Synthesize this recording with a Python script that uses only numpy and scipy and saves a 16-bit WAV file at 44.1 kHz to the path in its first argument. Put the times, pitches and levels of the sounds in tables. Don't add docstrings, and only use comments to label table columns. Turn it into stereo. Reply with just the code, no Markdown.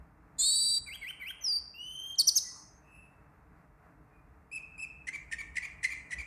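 import sys
import numpy as np
from scipy import signal
from scipy.fft import rfft, irfft, next_fast_len
from scipy.io import wavfile
from scipy.ndimage import uniform_filter1d, map_coordinates

SR = 44100
rng = np.random.default_rng(int(sys.argv[2]) if len(sys.argv) > 2 else 0)


def digitize_waveform(pressure):
    field = np.atleast_2d(pressure).T
    bounded = np.clip(field, -1, 1)
    quanta = np.round(bounded * 32767).astype(np.int16)
    wavfile.write(sys.argv[1], SR, quanta)


N = 276066

# multiple of the low voice, multiple of the high voice, level/dB
COUPLED_TONES = [(2, 0, -4), (1, 1, -5.5), (0, 2, -6.5), (-1, 2, -20.5), (3, -1, -22), (-2, 3, -36),
                 (-1, 3, -27.5), (4, -1, -46.5), (3, 0, -27.5), (2, 1, -41.5), (1, 2, -28.5), (0, 3, -29.5)]
# t/s, length/s, top f/Hz, bottom f/Hz, step time/s, level/dB, roughness scale
CHIP_EVENTS = [(2.153, 0.01, 4560, 3960, 0.0095, -43, 0.7), (2.181, .039, 5900, 4468, .012, -22.5, .4),
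               (2.268, .031, 5934, 4772, .019, -20, .65), (2.353, .037, 6354, 4790, .023, -23.5, 0.7)]
# share of the length, f/Hz, level/dB, roughness 0-1
SWOOP_SHAPE = [(0, 2445, -12.5, .35), (.16, 2336, -3, .25), (.35, 2090, -0.5, .1), (.5, 2190, -4.5, 0),
               (.68, 2705, 0, 0.2), (.89, 3378, -2.5, 0), (1, 3162, 1.5, 0.71)]
# t/s, length/s, pitch ratio, level/dB
SWOOP_EVENTS = [(0.862, .1, 0.99, -44), (1.012, 0.1, 0.94, -41), (1.196, .117, 0.97, -41)]
WARBLE_EVENTS = [(4.514, .07, 0.99, -38), (4.778, .074, 0.99, -39)]
CHUCK_EVENTS = [(5.069, .028, 1.006, -35.5), (5.313, .036, .98, -35.5), (5.555, 0.038, 1.016, -33.5),
                (5.829, .04, 1.046, -30), (6.106, 0.042, 1.023, -35)]
AFTER_NOTE_EVENTS = [(5.127, 0.037, 1, -39.5), (5.381, 0.0378, .99, -40), (5.62, 0.041, 1, -39.5),
                     (5.899, .038, 1.01, -39), (6.179, 0.041, 1, -38.5)]
# t/s, length/s, f/Hz, level/dB, roughness (capped at 1)
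FAR_CALL_EVENTS = [(2.433, 0.088, 1977, -58.5, .15), (2.48, 0.18, 1050, -60, 1.05),
                   (2.83, 0.26, 2610, -59, 0.2), (4.1, .12, 2450, -72, 0.18)]
# f/Hz, level/dB
SWOOP_BEAK = [(900, -50), (1500, -0.5), (4200, -23), (6500, -34), (9500, -24.5), (11000, -32.5),
              (13500, -21.5), (14500, -21)]
FALL_BEAK = [(2500, -54), (9300, -22.5), (10500, -24), (12000, -15), (14000, -34.5)]
RISE_BEAK = [(2000, -39.5), (5400, -25.5), (6400, -12.5), (8300, -26.5), (9500, -17.5), (11300, -33),
             (13000, -20)]
CHIP_BEAK = [(1500, -50), (3500, -19), (7000, -3.5), (9300, -9), (11000, -20.5), (12500, -16.5),
             (14000, -22)]
WARBLE_BEAK = [(900, -30), (2000, -17), (5100, -20.5), (7800, -15), (10400, -17), (11500, -29),
               (13000, -37)]
CHUCK_BEAK = [(900, -39), (2500, -5.5), (3600, -23.5), (4600, -17), (6500, -18.5), (8000, -18.5),
              (9700, -18.5), (11300, -41.5), (14000, -40)]
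AFTER_NOTE_BEAK = [(900, -19.5), (3300, -10), (4500, -19), (7000, -19), (9400, -20.5), (11300, -38),
                   (14000, -31)]
FAR_BEAK = [(2000, -40), (5400, -23), (8000, -21), (10000, -13), (13000, -23)]
# f/Hz, level/dB
BUZZ_HISS = [(2500, -20), (3200, -24), (4000, 0.5), (6000, -18), (8000, -9.5), (10300, -17), (14000, -18.5)]
# f/Hz, level/dB
HAZE = [(1200, -14.5), (3000, -3), (5000, -2), (9000, 1.5), (11500, -6.5), (14000, -5)]
# f/Hz, t60/s
ROOM_DECAY = [(500, 0.55), (2500, 0.74), (5500, 0.66), (8500, 0.9), (13000, 0.18)]
# f/Hz, level/dB
ROOM_COLOUR = [(1000, -4), (2300, -0.5), (4500, 0.5), (6000, 4), (9000, 0.5), (13000, 3)]
# f/Hz, level/dB
RUMBLE_SPECTRUM = [(18, -30.5), (30, -7.5), (60, 5), (164, -6), (235, -18), (311, -10.5), (363, -27.5),
                   (435, -12.5), (521, -24.5), (592, -17), (674, -17.5), (1220, -18), (1930, -24.5),
                   (3070, -40), (14000, -42.5)]
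# t/s, level/dB
RUMBLE_SWELLS = [(0.0, -49), (0.05, -59), (0.78, -62), (0.82, -52.5), (1.11, -66), (4.32, -61.5),
                 (4.43, -65), (5.39, -55.5), (6.03, -56.5), (6.1, -63.5), (6.19, -47), (6.26, -57)]
# f/Hz, level/dB
WIDTH = [(3000, -66.5), (5500, -42), (8000, -19), (10000, -19), (13000, -22.5)]

BUZZ_START_S, BUZZ_LENGTH_S = 0.3816, 0.4083
FLUTTER_HZ, FLUTTER_SLOWS_HZ_PER_S = 23.36, 17
FLUTTER_DEPTH, FLUTTER_FADE_S = .02, 0.44
FALL_START_S, FALL_LENGTH_S = 1.4102, .18
RISE_START_S, RISE_LENGTH_S = 1.74, .415
CHIP_DROP, CHIP_DROP_S = .27, 0.0067
REFLECTIONS, REFLECTIONS_DB = 8, -10
DEEP_DB, LOW_DB, MIDDLE_DB = -2, -64.5, -66.5
LOW_FOLLOWS = .4
TOP_HZ = 14350


def opening_song():
    chips = sum(chip(*row) for row in CHIP_EVENTS)
    return (in_room(buzz(), wet_db=-18.0, haze_db=-24)
            + in_room(swoops(), wet_db=-9.0, beaming_db=-2, haze_db=-20.5)
            + in_room(falling_whistle(), wet_db=-15.0, beaming_db=2.0, haze_db=-24)
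            + in_room(rising_whistle(), wet_db=-5, beaming_db=7.5, haze_db=-23.5)
            + in_room(chips, wet_db=-15, beaming_db=0, haze_db=-25.5))


def closing_song():
    return (in_room(warbles(), wet_db=-3, beaming_db=14, haze_db=-20)
            + in_room(chucks(), wet_db=-7.0, beaming_db=8.5, haze_db=-20)
            + in_room(after_notes(), wet_db=-6, beaming_db=8, haze_db=-14))


def buzz(low_jitter=0.0099, high_jitter=0.003):
    t = times(BUZZ_LENGTH_S)
    high_hz = glide(t, from_hz=4030, to_hz=4668, ease=.098)
    low_hz = glide(t, from_hz=3470, to_hz=3941, ease=.078, hold=1.4)
    high_db = -30.5 + envelope(t, attack=.05, release=0.025, start_db=-22.5, end_db=0)
    low_db = -34.5 - 14 * t + envelope(t, attack=0.059, release=0.018, start_db=-21.5, end_db=-9)
    coupled_db = -27 - 25 * t + envelope(t, attack=0.017, release=0.04, start_db=-16, end_db=-7)
    air_db = -47 - 27 * t + envelope(t, attack=.01, release=.03, start_db=-3.5, end_db=17.5)

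    flutter = np.cos(turns(FLUTTER_HZ - FLUTTER_SLOWS_HZ_PER_S * t))
    sway = 1 + FLUTTER_DEPTH * np.exp(-t / FLUTTER_FADE_S) * flutter
    high = turns(high_hz * (sway + high_jitter * wobble(500, t)))
    low = turns(low_hz * (sway + low_jitter * wobble(500, t)))

    voices = amp(high_db) * np.sin(high) + amp(low_db) * np.sin(low)
    coupled = sum(amp(db) * np.sin(round(m) * low + round(n) * high) for m, n, db in COUPLED_TONES)
    pulsing = rng.standard_normal(len(t)) * (1 + np.cos(high - low))
    air = amp(air_db) * unit(coloured(pulsing, BUZZ_HISS))
    both = np.sqrt(2) * (voices + amp(coupled_db) * coupled)
    return placed(both + air, BUZZ_START_S + t, ramp=0.0084)


def swoops():
    return repeated(SWOOP_SHAPE, SWOOP_EVENTS, SWOOP_BEAK, quaver=.009, rasp_db=11, halving_db=-1,
                    pressing=3)


def falling_whistle(faint_db=-17, faint_s=0.031, vibrato=.018, vibrato_hz=30):
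    t = times(FALL_LENGTH_S)
    waver = 1 + vibrato * t / FALL_LENGTH_S * np.cos(2 * np.pi * vibrato_hz * t)
    hz = glide(t, from_hz=6210, to_hz=4677, ease=.055, hold=1.9) * waver
    leap_db = faint_db * np.exp(-(t / faint_s) ** 8)
    db = -30.5 + leap_db + envelope(t, attack=.08, release=0.018, start_db=-4, end_db=-5)
    rough = .05 + .25 * np.exp(-t / .03)
    return note(contour(FALL_START_S + t, hz, db, rough), FALL_BEAK, quaver=.005)


def rising_whistle(vibrato=0.0099, vibrato_hz=24):
    t = times(RISE_LENGTH_S)
    waver = 1 + vibrato * np.sin(2 * np.pi * vibrato_hz * t)
    hz = glide(t, from_hz=2630, to_hz=3299, ease=.165, hold=0.69) * waver
    db = -44.5 + envelope(t, attack=.1, release=.025, start_db=-10, end_db=-9.5)
    return note(contour(RISE_START_S + t, hz, db, .06), RISE_BEAK, quaver=.005, jitter=.05, rasp_db=6)


def chip(start, length, top_hz, bottom_hz, step_s, db, rough_scale, trill=.03, trill_hz=210, trill_db=2):
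    t = times(length)
    collapse = 1 - CHIP_DROP * np.clip(1 - (length - t) / CHIP_DROP_S, 0, 1)
    shake = np.cos(2 * np.pi * trill_hz * t)
    hz = glide(t, top_hz, bottom_hz, step_s, hold=3.5) * collapse * (1 + trill * shake)
    level = db + trill_db * shake + envelope(t, attack=0.0083, release=.009, start_db=-18, end_db=-16)
    rough = rough_scale * (0.15 + 0.69 * t / length)
    return note(contour(start + t, hz, level, rough), CHIP_BEAK, quaver=.012, jitter=0.11,
                jitter_rate=1500, shimmer_db=1.5, rasp_db=-0.5)


def warbles():
    clear = double_hump(hz=2590, swing=.028, sag=.035, swing_db=2.5, rough=.08, end_rough=.13)
    return repeated(clear, WARBLE_EVENTS, WARBLE_BEAK, quaver=.003, jitter=.05, rasp_db=12)


def chucks():
    growls = repeated(chuck_growl(), CHUCK_EVENTS, CHUCK_BEAK, quaver=.015, jitter=.08, jitter_rate=500,
                      shimmer_db=7, rasp_db=13)
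    slides = repeated(chuck_slide(), CHUCK_EVENTS, CHUCK_BEAK, quaver=0.018, jitter=0.061,
                      jitter_rate=464, shimmer_db=11, rasp_db=4.5, pressing=5.4)
    return growls + slides


def chuck_growl():
    u = np.linspace(0, 1, 100)
    db = -8.0 + envelope(u, attack=0.049, release=0.38, start_db=2, end_db=-14.5)
    return contour(u, glide(u, from_hz=1960, to_hz=1778, ease=0.1478), db, 0.27 + .5 * u)


def chuck_slide(enters=0.27):
    u = np.linspace(0, 1, 100)
    hz = glide(u, from_hz=3670, to_hz=1919.6, ease=.125, hold=1.326)
    db = envelope(u, attack=.27, release=.28, start_db=-14, end_db=-16)
    return contour(enters + (1 - enters) * u, hz, db, .52)


def after_notes():
    hoarse = double_hump(hz=2310, swing=.04, sag=.06, swing_db=1.5, rough=.3, end_rough=.5)
    return repeated(hoarse, AFTER_NOTE_EVENTS, AFTER_NOTE_BEAK, quaver=.015, jitter=.04, jitter_rate=400,
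                    shimmer_db=7, rasp_db=8, halving_db=-6)


def double_hump(hz, swing, sag, swing_db, rough, end_rough, humps=2.286, centre=0.503):
    u = np.linspace(0, 1, 100)
    hump = -np.cos(2 * np.pi * humps * (u - centre))
    ends = (2 * u - 1) ** 4
    db = swing_db * (hump - 1) + envelope(u, attack=0.55, release=.1, start_db=-7, end_db=1.5)
    return contour(u, hz * (1 + swing * hump - sag * ends), db, rough + end_rough * ends)


def repeated(shape, events, beak, **voice):
    song = 0
    for start, length, ratio, db in events:
        rows = np.array(shape) * [length, ratio, 1, 1] + [start, 0, db, 0]
        song = song + note(rows, beak, **voice)
    return song


def note(rows, beak, quaver=.004, jitter=0.021, jitter_rate=1400, shimmer_db=4, rasp_db=2, halving_db=-30,
         pressing=0, flicker_db=3):
    t = span(rows)
    hz, db, rough = curves(rows, t)
    unsteady = 1 + quaver * wobble(90, t) + jitter * rough * wobble(jitter_rate, t)
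    hz = uniform_filter1d(hz, size=90, mode="nearest") * unsteady
    phase = turns(hz)
    tone = np.sin(phase) + amp(halving_db) * rough ** 2 * np.sin(phase / 2)
    brightness = (hz / hz.mean()) ** pressing
    overtones = brightness * sum((k * hz < SR / 2) * amp(flicker_db * wobble(110, t)) * np.sin(k * phase)
                                 for k in range(2, 8))
    rasp = amp(rasp_db) * rough * unit(rng.standard_normal(len(t)) * (1 + np.sin(phase)))
    voice = np.sqrt(2) * (tone + coloured(overtones + rasp, beak))
    shimmer = shimmer_db * rough * np.tanh(wobble(jitter_rate / 2, t))
    return placed(amp(db + shimmer) * voice, t)


def contour(t, hz, db, rough):
    return np.column_stack(np.broadcast_arrays(t, hz, db, np.clip(rough, 0, 1)))


def glide(t, from_hz, to_hz, ease, hold=1):
    return to_hz + (from_hz - to_hz) * np.exp(-(t / ease) ** hold)


def envelope(t, attack, release, start_db, end_db):
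    start = start_db * np.clip(1 - t / attack, 0, 1)
    end = end_db * np.clip(1 - (t[-1] - t) / release, 0, 1)
    return start + end


def far_calls():
    return in_room(sum(far_call(*row) for row in FAR_CALL_EVENTS), wet_db=-5.5, beaming_db=-5.0)


def far_call(start, length, hz, db, rough):
    t = times(length)
    level = db + envelope(t / length, attack=0.48, release=0.53, start_db=-18, end_db=-14)
    return note(contour(start + t, hz, level, rough), FAR_BEAK, quaver=.008, jitter=.12, jitter_rate=500,
                rasp_db=9)


def in_room(x, wet_db, beaming_db=0, haze_db=-40):
    hz, t, z = signal.stft(rng.standard_normal(SR), SR, nperseg=256)
    decay = amp(-60 * t / along(ROOM_DECAY, hz)[:, None])
    tail = unit(signal.istft(z * decay, SR, nperseg=256)[1]) / np.sqrt(SR)
    tail = np.pad(tail, (round(0.0049 * SR), 0)) * amp(wet_db)
    arrivals = (rng.uniform(.0008, .007, size=REFLECTIONS) * SR).astype(int)
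    tail[arrivals] += amp(REFLECTIONS_DB) * rng.choice([-1, 1], size=REFLECTIONS) / np.sqrt(REFLECTIONS)
    answer = coloured(tail, ROOM_COLOUR)
    fed = coloured(x, [(2800, 0), (7000, -beaming_db)])
    haze = amp(haze_db) * coloured(x * rng.standard_normal(N), HAZE)
    return x + signal.oaconvolve(fed + haze, answer)[:N]


def outdoors():
    t = np.arange(N) / SR
    level_db, = curves(RUMBLE_SWELLS, t)
    swell_db = level_db - level_db.mean()
    deep_db = level_db + DEEP_DB + 2.5 * wobble(9.7, t)
    low_db = LOW_DB + LOW_FOLLOWS * swell_db + 1.2 * wobble(7.1, t)
    middle_db = MIDDLE_DB + 1.2 * wobble(8.3, t)
    return (rumble_band(35, 77) * amp(deep_db) + rumble_band(140, 400) * amp(low_db)
            + rumble_band(470, SR) * amp(middle_db))


def rumble_band(from_hz, to_hz):
    def below(hz, edge):
        return 1 / (1 + (hz / edge) ** 8)

    def response(hz):
        window = np.sqrt(np.abs(below(hz, to_hz) - below(hz, from_hz)))
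        return amp(along(RUMBLE_SPECTRUM, hz)) * window

    return unit(filtered(rng.standard_normal(N), response))


def suppressed(x, threshold_db, depth_db=-9, from_hz=2800):
    hz, t, z = signal.stft(x, SR, nperseg=512)
    power = np.mean(np.abs(z) ** 2, axis=0)
    power = np.abs(uniform_filter1d(uniform_filter1d(power, size=7, axis=0), size=5, axis=1))
    quiet = 1 / (1 + (power / amp(threshold_db) ** 2) ** 2)
    gain = amp(depth_db * quiet * (hz > from_hz)[:, None])
    return signal.istft(z * gain, SR, nperseg=512)[1][:, :N]


def amp(db):
    return 10 ** (np.asarray(db) / 20)


def unit(x):
    return x / np.sqrt(np.mean(x ** 2) + 1e-20)


def along(points, hz):
    f, v = np.transpose(points)
    return np.interp(np.log(np.abs(hz) + 1), np.log(f + 1), v)


def curves(rows, t):
    s, *cols = np.transpose(rows)
    return [np.interp(t, s, c) for c in cols]


def wobble(rate, t):
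    knots = (t - t[0]) * rate
    return map_coordinates(rng.standard_normal(int(knots[-1]) + 4), [knots + 1])


def filtered(x, response):
    count = x.shape[-1]
    size = next_fast_len(count + 4096)
    return irfft(rfft(x, size) * response(np.fft.rfftfreq(size, 1 / SR)), size)[..., :count]


def coloured(x, points):
    return filtered(x, lambda hz: amp(along(points, hz)))


def times(length_s):
    return np.arange(round(length_s * SR)) / SR


def span(rows):
    return np.arange(round(rows[0][0] * SR), round(rows[-1][0] * SR)) / SR


def placed(x, t, ramp=0.0024):
    gate = np.clip(np.minimum(t - t[0], t[-1] - t) / ramp, 0, 1)
    return np.pad(x * gate, (round(t[0] * SR), N))[:N]


def turns(hz):
    return 2 * np.pi * np.cumsum(hz) / SR


def scene():
    mid = opening_song() + closing_song() + far_calls() + outdoors()
    side = filtered(mid, lambda hz: 1j * amp(along(WIDTH, hz)))
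    return np.array([mid + side, mid - side])


def record(dry, hiss_db=-78):
    heard = suppressed(dry + amp(hiss_db) * rng.standard_normal(N), threshold_db=-85.5)
    return filtered(heard, lambda hz: 1 / np.sqrt(1 + (hz / TOP_HZ) ** 400))


dry = scene()
out = record(dry)
digitize_waveform(out)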